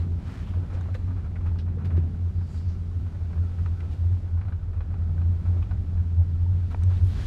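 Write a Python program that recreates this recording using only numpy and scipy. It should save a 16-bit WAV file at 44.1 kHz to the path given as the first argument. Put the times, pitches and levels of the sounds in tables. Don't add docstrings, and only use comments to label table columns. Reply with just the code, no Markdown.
import sys
import numpy as np
from scipy import signal
from scipy.fft import rfft, irfft
from scipy.io import wavfile
from scipy.ndimage import uniform_filter1d

SR = 44100
rng = np.random.default_rng(int(sys.argv[2]) if len(sys.argv) > 2 else 0)


def master_out(mix):
    frames = np.transpose(np.atleast_2d(mix))
    ceiling = np.clip(frames, -1, 1)
    pcm = np.round(ceiling * 32767).astype(np.int16)
    wavfile.write(sys.argv[1], SR, pcm)


N = 320166
T = np.arange(N) / SR
LN_1000 = np.log(1000)


def undb(db):
    return 10 ** (np.asarray(db) / 20)


def unit(x):
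    return x / np.sqrt(np.mean(x ** 2) + 1e-20)


def curves(table):
    t_s, *columns = np.transpose(table)
    return [np.interp(T, t_s, column) for column in columns]


def add(out, t_s, x):
    start = max(int(t_s * SR), 0)
    out[start:start + len(x)] += x[:len(out) - start]


def band(x, f_hz, width_hz):
    q = f_hz / min(width_hz, SR / 4)
    return signal.lfilter(*signal.iirpeak(f_hz, q, fs=SR), x)


def band_twice(x, f_hz, width_hz):
    return band(band(x, f_hz, width_hz), f_hz, width_hz)


def bandpass(x, low_hz, high_hz):
    return signal.sosfilt(signal.butter(4, [low_hz, high_hz], "band", fs=SR, output="sos"), x)


def colour(x, spectrum):
    f_hz, gain_db = np.transpose(spectrum)
    bins_hz = np.maximum(np.fft.rfftfreq(len(x), 1 / SR), 1)
    gain = undb(np.interp(np.log(bins_hz), np.log(f_hz), gain_db))
    return irfft(rfft(x) * gain, len(x))


def noise():
    return rng.standard_normal(N)


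def walk(rate_hz):
    hold = int(SR / rate_hz)
    steps = np.repeat(rng.standard_normal(N // hold + 1), hold)
    return unit(uniform_filter1d(uniform_filter1d(steps, hold), hold)[:N])


def grains(rate_hz, spread_db):
    hits = rng.random(N) < rate_hz / SR
    return unit(hits * noise() * undb(spread_db * np.clip(noise(), -2, 2)))


def resonate(modes):
    return unit(sum(undb(db) * band_twice(noise(), f_hz, 1.36 * width_hz)
                    for f_hz, width_hz, db in modes))


def struck_mode(age_s, f_hz, t60_s, phase_rad=0):
    return np.exp(-LN_1000 * age_s / t60_s) * np.sin(2 * np.pi * f_hz * age_s + phase_rad)


def swell(t_s, length_s):
    return np.cos(np.pi * np.clip((T - t_s) / length_s, -.5, .5)) ** 2


# f/Hz, density/dB
WIND_SPECTRUM = [(300, -4), (1400, -1.5), (2400, -2.5), (3500, -2), (5000, -5.5), (8000, -12.5),
                 (10500, -17), (14000, -23), (16000, -35.5)]
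# t/s, level/dB
WIND_LEVEL = [(0, -66.5), (1.0, -66.5), (1.7, -70), (2.4, -66.5), (3.3, -66.5), (4.15, -66.5),
              (4.35, -70.5), (4.65, -71), (5.0, -69), (5.5, -66.5), (6.05, -67.5), (6.5, -67.5),
              (7.26, -59.5)]

def wind():
    level_db, = curves(WIND_LEVEL)
    hiss = unit(colour(noise(), WIND_SPECTRUM))
    return hiss * undb(level_db + .5 * walk(rate_hz=5.6))


# t/s, level/dB, length/s, f/Hz
SCUFFS = [(.732, -58, .035, 3200), (.942, -49, .018, 3400), (1.585, -57, .02, 4600),
          (1.845, -52.5, .03, 3000), (1.962, -57, .03, 3200), (3.905, -62.5, .045, 7000),
          (6.70, -63, .04, 5000)]

def scuffs(slips):
    out = np.zeros(N)
    for t_s, db, length_s, f_hz in SCUFFS:
        start = int(t_s * SR)
        rub = unit(band(slips[start:start + SR // 2], f_hz, f_hz / .6))
        progress = 3 * T[:len(rub)] / length_s
        add(out, t_s, undb(db) * rub * progress * np.exp(1 - progress))
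    return out


# f/Hz, density/dB
NYLON_SPECTRUM = [(200, -21.5), (500, -0.5), (1000, 5.5), (1800, 4), (3400, -4.5), (4600, -9),
                  (6000, -13.5), (8000, -16.5), (10500, -23.5), (15500, -32)]
# peak t/s, rub/dB, length/s, whistle/dB, whistle f/Hz, width/Hz
SLIDES = [(0, -57, 0.13, -67, 4080, 600), (0.335, -54, 0.36, -70, 5170, 2000),
          (.49, -65, .3, -64, 2900, 1200), (0.86, -66.5, 1.0, -78, 4080, 200),
          (2.545, -78, .26, -69, 7200, 2800), (2.56, -73, .6, -68, 4700, 1000),
          (2.58, -74, .16, -67, 4200, 2200), (2.715, -73, 0.15, -73, 4900, 2200),
          (3.7, -71.5, 1.7, -78, 4400, 2500), (5.45, -76, 1.1, -81, 3790, 1500),
          (6.62, -69.5, 1.36, -76, 3790, 1500), (6.955, -60, 0.2, -66, 3620, 2000),
          (7.14, -57.5, .24, -58.5, 3600, 2000), (7.26, -53.5, 0.3, -55, 3500, 2000),
          (7.26, -70, .5, -63.5, 6000, 4000)]

def jackets(rest_db=-72):
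    slips = unit(colour(noise() + .79 * grains(rate_hz=5400, spread_db=5.5), NYLON_SPECTRUM))
    rub = slips * undb(.9 * walk(rate_hz=70))
    out = rub * undb(rest_db) + scuffs(slips)
    for t_s, rub_db, length_s, whistle_db, f_hz, width_hz in SLIDES:
        whistle = unit(band_twice(noise(), f_hz, width_hz))
        out += swell(t_s, length_s) * (rub * undb(rub_db) + whistle * undb(whistle_db))
    return out


# t/s, level/dB, half of the 1/e time/s, low f/Hz, high f/Hz
SCRAPES = [(0.732, -63.5, 0.015, 2200, 7000), (.9435, -68, .009, 5000, 14000),
           (1.585, -58, 0.015, 2600, 5450), (1.849, -74, .014, 6500, 14000),
           (2.682, -67, 0.036, 3400, 6500), (6.712, -72, 0.011, 3000, 12000),
           (6.969, -54, 0.0052, 2400, 3900), (7.041, -67, .055, 2500, 13000)]

def scrapes():
    out, age_s = np.zeros(N), T[:SR // 3]
    slips = noise() + grains(rate_hz=2500, spread_db=4)
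    for t_s, db, half_s, low_hz, high_hz in SCRAPES:
        stretch = np.roll(slips, -int(t_s * SR))[:len(age_s)]
        scrape = unit(bandpass(stretch, low_hz, high_hz))
        add(out, t_s, undb(db) * scrape * np.exp(-(age_s / (2 * half_s)) ** 2))
    return out


# t/s, peak/dB, f/Hz, width/Hz, t60/s
CLICKS = [(.8095, -43, 1400, 800, .016), (.8105, -54, 6700, 1000, .016), (1.975, -43, 850, 600, .018),
          (3.660, -35.5, 1150, 550, .022), (3.804, -44.5, 2300, 700, .022), (5.624, -42, 850, 500, .04),
          (6.8355, -48, 8400, 1000, .004), (6.8356, -41, 1800, 3000, .006)]

def clicks():
    out, age_s = np.zeros(N), T[:SR // 20]
    for t_s, db, f_hz, width_hz, t60_s in CLICKS:
        burst = rng.standard_normal(len(age_s)) * np.exp(-LN_1000 * age_s / t60_s)
        click = band_twice(burst, f_hz, 1.5 * width_hz)
        add(out, t_s, undb(db) * click / np.abs(click).max())
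    return out


# t/s, low mode peak/dB, contact/s, low f/Hz, mid f/Hz, high f/Hz, step per mode/dB
CLANKS = [(.8095, -46, .006, 1500, 1800, 3650, -5), (.9445, -47.5, .016, 1870, 2670, 3910, -3.5),
          (1.355, -45, .016, 1450, 1950, 2150, -2.5), (1.587, -50.5, .014, 1610, 2870, 3920, -1.5),
          (3.804, -48.5, .008, 1300, 2100, 2800, -2.5), (5.624, -48.5, .014, 1130, 2560, 2900, -1)]

def clanks():
    out, age_s = np.zeros(N), T[:SR // 5]
    for t_s, db, contact_s, *modes_hz, step_db in CLANKS:
        contacts = rng.standard_normal(len(age_s)) * np.exp(-(age_s / contact_s) ** 2)
        for k, f_hz in enumerate(modes_hz):
            push = band(contacts, f_hz, f_hz / 2)
            ring = band(push, f_hz, width_hz=150)
            add(out, t_s, undb(db + k * step_db) * ring / np.abs(ring).max())
    return out


# t/s, drive/dB
JOLT_DRIVE = [(0, -57.5), (1.1, -54.5), (2.6, -62.5), (3.4, -56), (4.7, -65.5), (5.6, -59), (6.2, -61.5),
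              (7.26, -67.5)]

def light_jolts(rate_hz=12, rise_s=.002, fade_s=.017):
    envelope, age_s = np.zeros(N), T[:SR // 5]
    jolt = (1 - np.exp(-age_s / rise_s)) * np.exp(-age_s / fade_s)
    for k, (late, strength) in enumerate(rng.random((int(rate_hz * N / SR), 2))):
        add(envelope, (k + late) / rate_hz, (.5 + strength) * jolt)
    drive_db, = curves(JOLT_DRIVE)
    return undb(drive_db) * envelope * np.sign(noise())


# t/s, drive/dB, length/s, scrape re drive/dB
RATTLES = [(0.536, -58.5, 0.099, -14), (0.702, -54, 0.1, -9), (0.887, -59.5, 0.054, -18),
           (1.163, -55.5, 0.098, -21), (1.354, -59, 0.05, -17), (1.462, -56, 0.07, 7),
           (1.784, -58.5, 0.21, -13), (1.905, -53.5, 0.043, 0), (2.411, -58.5, .035, -14),
           (3.148, -55.5, 0.024, -15), (3.33, -54, 0.027, -14), (3.377, -56.5, 0.021, -19),
           (3.586, -53, 0.024, -19), (3.667, -54.5, 0.026, -21), (4.375, -57, 0.046, -9),
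           (4.732, -55.5, 0.04, -13), (4.771, -58.5, 0.033, -13), (4.904, -60, 0.03, -18),
           (5.454, -56, 0.09, -11), (5.563, -56.5, 0.064, -18), (5.972, -57.5, 0.045, -16),
           (6.712, -51.5, 0.05, -11), (6.821, -55, 0.027, -13.5), (6.903, -55, 0.1, -16)]

def rattles(knock_db=14.5):
    age_s = T[:SR // 5]
    for t_s, db, length_s, scrape_db in RATTLES:
        run = np.sign(rng.standard_normal(len(age_s))) * np.exp(-2 * age_s / length_s)
        run[0] += undb(knock_db)
        yield t_s, run * undb(db), scrape_db


# t/s, drive/dB, scrape re drive/dB
TICKS = [(4.413, -51, -9), (4.452, -57.5, -10), (4.4818, -52, -6), (4.523, -51.5, -15), (4.592, -66, -10),
         (4.806, -49.5, -6.5), (4.9405, -53.5, -8), (5.179, -57, -11), (5.215, -53, -16), (5.711, -49, -6)]

def ticks(fade_s=.0056, tail_db=-11, tail_s=.045):
    age_s = T[:SR // 5]
    envelope = np.exp(-age_s / fade_s) + undb(tail_db) * np.exp(-age_s / tail_s)
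    for t_s, db, scrape_db in TICKS:
        taps = np.sign(rng.standard_normal(len(age_s)))
        run = bandpass(taps * envelope, low_hz=100, high_hz=5200)
        yield t_s, run * undb(db), scrape_db


# f/Hz, gain/dB
FITTING_SPECTRUM = [(120, -19.5), (300, 1.5), (600, 11), (1000, 9), (1400, 6), (1900, -2), (2500, -6.5),
                    (3500, -26), (5000, -33), (8000, -44), (15000, -45.5)]
# f/Hz, t60/s, gain/dB
FITTING_MODES = [(512, .08, -9), (1200, .02, -7), (1315, .055, 0), (1490, .06, -1), (1620, .03, -8),
                 (2280, .03, -10.5), (2460, .03, -9.5), (2900, .05, -13), (3300, .025, -14),
                 (3950, .04, -12)]

def fittings():
    contacts, friction = np.zeros(N), np.zeros(N)
    for t_s, run, scrape_db in [*rattles(), *ticks()]:
        add(contacts, t_s, run)
        add(friction, t_s, run * undb(scrape_db))
    contacts += light_jolts() + grains(rate_hz=400, spread_db=1.5) * undb(-71.5)
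    clatter = colour(contacts, FITTING_SPECTRUM)
    ring = sum(undb(db) * band(contacts, f_hz, LN_1000 / np.pi / t60_s)
               for f_hz, t60_s, db in FITTING_MODES)
    scrape = band(colour(friction, NYLON_SPECTRUM), f_hz=2400, width_hz=4000)
    return undb(8) * clatter + undb(10.5) * ring + undb(-2.5) * scrape


def tick_rings(ring_db=-2.5, scatter_db=9, rise_s=.001):
    out, age_s = np.zeros(N), T[:SR // 5]
    push = 1 - np.exp(-(age_s / rise_s) ** 2)
    for t_s, db, _ in TICKS:
        for f_hz, t60_s, mode_db in FITTING_MODES:
            scatter, half_turns = rng.uniform(-1, 1, 2)
            gain = undb(db + ring_db + mode_db + scatter_db * scatter)
            add(out, t_s, gain * push * struck_mode(age_s, f_hz, t60_s, np.pi * half_turns))
    return out


# f/Hz, width/Hz, gain/dB
TRIM_MODES = [(357, 39, 0), (448, 35, -2), (613, 98, 0), (860, 130, -5)]
# t/s, level re throbs/dB
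BUZZ_LEVEL = [(0, -45.5), (3.4, -42.5), (5.0, -36.5), (6.2, -33.5), (7.26, -38.5)]
# f/Hz, width/Hz, gain/dB
METAL_MODES = [(1320, 65, 0), (1492, 50, -2)]
# t/s, level/dB
METAL_LEVEL = [(0, -72), (2.3, -75), (3.3, -71.5), (4.1, -72), (4.5, -68), (4.9, -68.5), (5.6, -72),
               (7.26, -77)]

def trim():
    buzz_db, = curves(BUZZ_LEVEL)
    metal_db, = curves(METAL_LEVEL)
    buzz = resonate(TRIM_MODES) * throbs() * undb(buzz_db)
    metal = resonate(METAL_MODES) * undb(metal_db + 4.2 * walk(rate_hz=22))
    return buzz + metal


# t/s, level/dB, f/Hz, t60/s
BUMPS = [(.57, -45, 490, .1), (.742, -40, 530, .08), (.884, -40, 660, .06), (.949, -34.5, 505, .075),
         (1.515, -46, 860, .05), (1.771, -34, 470, .05), (1.855, -37, 380, .07), (1.976, -23, 150, .16),
         (1.978, -24.5, 345, .055), (6.462, -42, 900, .04)]

def bumps(rise_s=.0015):
    out, age_s = np.zeros(N), T[:SR // 4]
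    push = 1 - np.exp(-age_s / rise_s)
    for t_s, db, f_hz, t60_s in BUMPS:
        add(out, t_s, undb(db) * push * struck_mode(age_s, f_hz, t60_s))
    return out


# f/Hz, t60/s, gain/dB
WALL_MODES = [(290, 0.032, -5.5), (450, .02, -5), (640, .014, -3), (923, .015, -2), (1370, 0.011, -6),
              (1900, 0.0093, -9.5), (2340, 0.015, -13)]

def thud(t_s=6.7458, drive_db=-25.5, rise_s=.0007):
    out, age_s = np.zeros(N), T[:SR // 10]
    push = 1 - np.exp(-(age_s / rise_s) ** 2)
    for f_hz, t60_s, db in WALL_MODES:
        ring = struck_mode(age_s, f_hz, t60_s, 2 * np.pi * rng.random())
        add(out, t_s, undb(drive_db + db) * push * ring)
    return out


# peak t/s, level/dB, length/s, f/Hz
PANEL_HUMS = [(0.284, -49.5, 0.18, 264), (.66, -46.5, 0.25, 261.7), (1.127, -48, 0.22, 265),
              (3.05, -48.5, 0.27, 238.7), (3.698, -43, 0.39, 143.5), (5.154, -39.5, 0.44, 145.7),
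              (5.244, -41.5, 0.73, 172), (7.156, -36.5, 0.2, 145.3)]

def panel_hums():
    drift_rad = .5 * walk(rate_hz=14)
    return sum(undb(db) * swell(t_s, length_s) * np.sqrt(2) * np.sin(2 * np.pi * f_hz * T + drift_rad)
               for t_s, db, length_s, f_hz in PANEL_HUMS)


# t/s, sway/dB, drone/dB, roar/dB
RIDE_LEVELS = [(0, -33, -35.5, -47.5), (.75, -32.5, -46, -42.5), (1.1, -32.5, -42, -47),
               (1.7, -32, -40, -45.5), (2.0, -35.5, -34.5, -42.5), (2.3, -32.5, -41.5, -49.5),
               (3.6, -33, -44, -46), (4.1, -33, -43.5, -48), (4.8, -32, -48, -49), (5.12, -31, -42, -45.5),
               (5.8, -27.5, -42, -46.5), (6.3, -32.5, -42, -51.5), (7.26, -25.5, -42, -43.5)]
# f/Hz, width/Hz, gain/dB
BODY_MODES = [(30.7, 6.7, -4.5), (45.76, 9.8, -1.5), (57.4, 14, -5.5), (76.2, 7, 3.5), (96.6, 9.5, -0.5)]
# f/Hz, width/Hz, gain/dB
PANEL_MODES = [(116, 12, -6), (143.5, 12, 0.5), (172, 7, 1), (187, 8, -4), (205, 12, -8), (220, 15, -8),
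               (264, 11, -10), (292, 16, -18), (335, 14, -18), (371, 22, -17.5), (430, 30, -23)]
# f/Hz, density/dB
ROAR_SPECTRUM = [(18, -13), (45, 10), (130, 21), (240, 14.5), (320, 9), (450, 5.5), (600, 2), (800, 0.5),
                 (1100, -7), (1700, -11.5), (2800, -20.5), (5000, -36.5), (16000, -57.5)]

def cabin():
    sway_db, drone_db, roar_db = curves(RIDE_LEVELS)
    sway = resonate(BODY_MODES) * undb(sway_db)
    drone = resonate(PANEL_MODES) * undb(drone_db)
    flutter_db = .9 * walk(rate_hz=30)
    roar = unit(colour(noise(), ROAR_SPECTRUM)) * undb(roar_db + flutter_db)
    return sway + drone + roar


# peak t/s, level/dB, length/s
THROBS = [(0.131, -31, 0.077), (0.574, -25.5, 0.17), (0.759, -31, 0.13), (1.092, -30, 0.28),
          (1.551, -27.5, 0.68), (1.975, -21, 0.39), (2.242, -24, 0.2), (2.406, -25.5, 0.22),
          (2.682, -29.5, 0.38), (2.925, -30.5, 0.17), (3.419, -22, 0.13), (3.666, -32, 0.5),
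          (4.097, -21, 0.29), (4.357, -24, 0.14), (5.101, -28, 0.25), (5.272, -25, 0.28),
          (5.529, -20.5, 0.26), (5.98, -26.5, 0.17), (6.199, -17.5, 0.1), (6.511, -27.5, 0.31),
          (6.901, -19.5, 0.26), (7.053, -19.5, 0.11)]

def throbs():
    return sum(undb(db) * swell(t_s, length_s) for t_s, db, length_s in THROBS)


# t/s, f/Hz, level/dB
BOOM = [(0, 86.5, -21), (.4, 86, -46), (.85, 89.5, -29.5), (2.0, 87, -39), (2.55, 89.5, -44),
        (3.05, 85, -30), (4.2, 86.5, -34.5), (4.9, 86.5, -28.5), (5.5, 86.3, -31.5), (6.35, 86, -24.5),
        (6.95, 88.7, -30), (7.26, 88.5, -35)]

def boom(wander_hz=1.156, waver_db=1.5):
    f_hz, idle_db = curves(BOOM)
    phase_rad = 2 * np.pi * np.cumsum(f_hz + wander_hz * walk(rate_hz=6)) / SR
    phase_rad += .3 * walk(rate_hz=30)
    idle = undb(idle_db + waver_db * walk(rate_hz=22))
    flutter_db = .9 * walk(rate_hz=40)
    return np.sqrt(2) * np.sin(phase_rad) * (idle + throbs()) * undb(flutter_db)


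def scene():
    ride = boom() + cabin() + wind() + panel_hums()
    loose_parts = trim() + fittings() + tick_rings() + clanks()
    cloth = jackets() + scrapes()
    knocks = clicks() + bumps() + thud()
    return (ride + loose_parts + cloth + knocks)[None]


def record(dry):
    bass_cut = [(15, -16), (23, -8), (29, 0), (1000, 0)]  # f/Hz, gain/dB
    top_hz = 15600
    lowpass = signal.ellip(8, .2, 70, top_hz, fs=SR, output="sos")
    return signal.sosfilt(lowpass, colour(dry[0], bass_cut)[None])


dry = scene()
out = record(dry)
master_out(out)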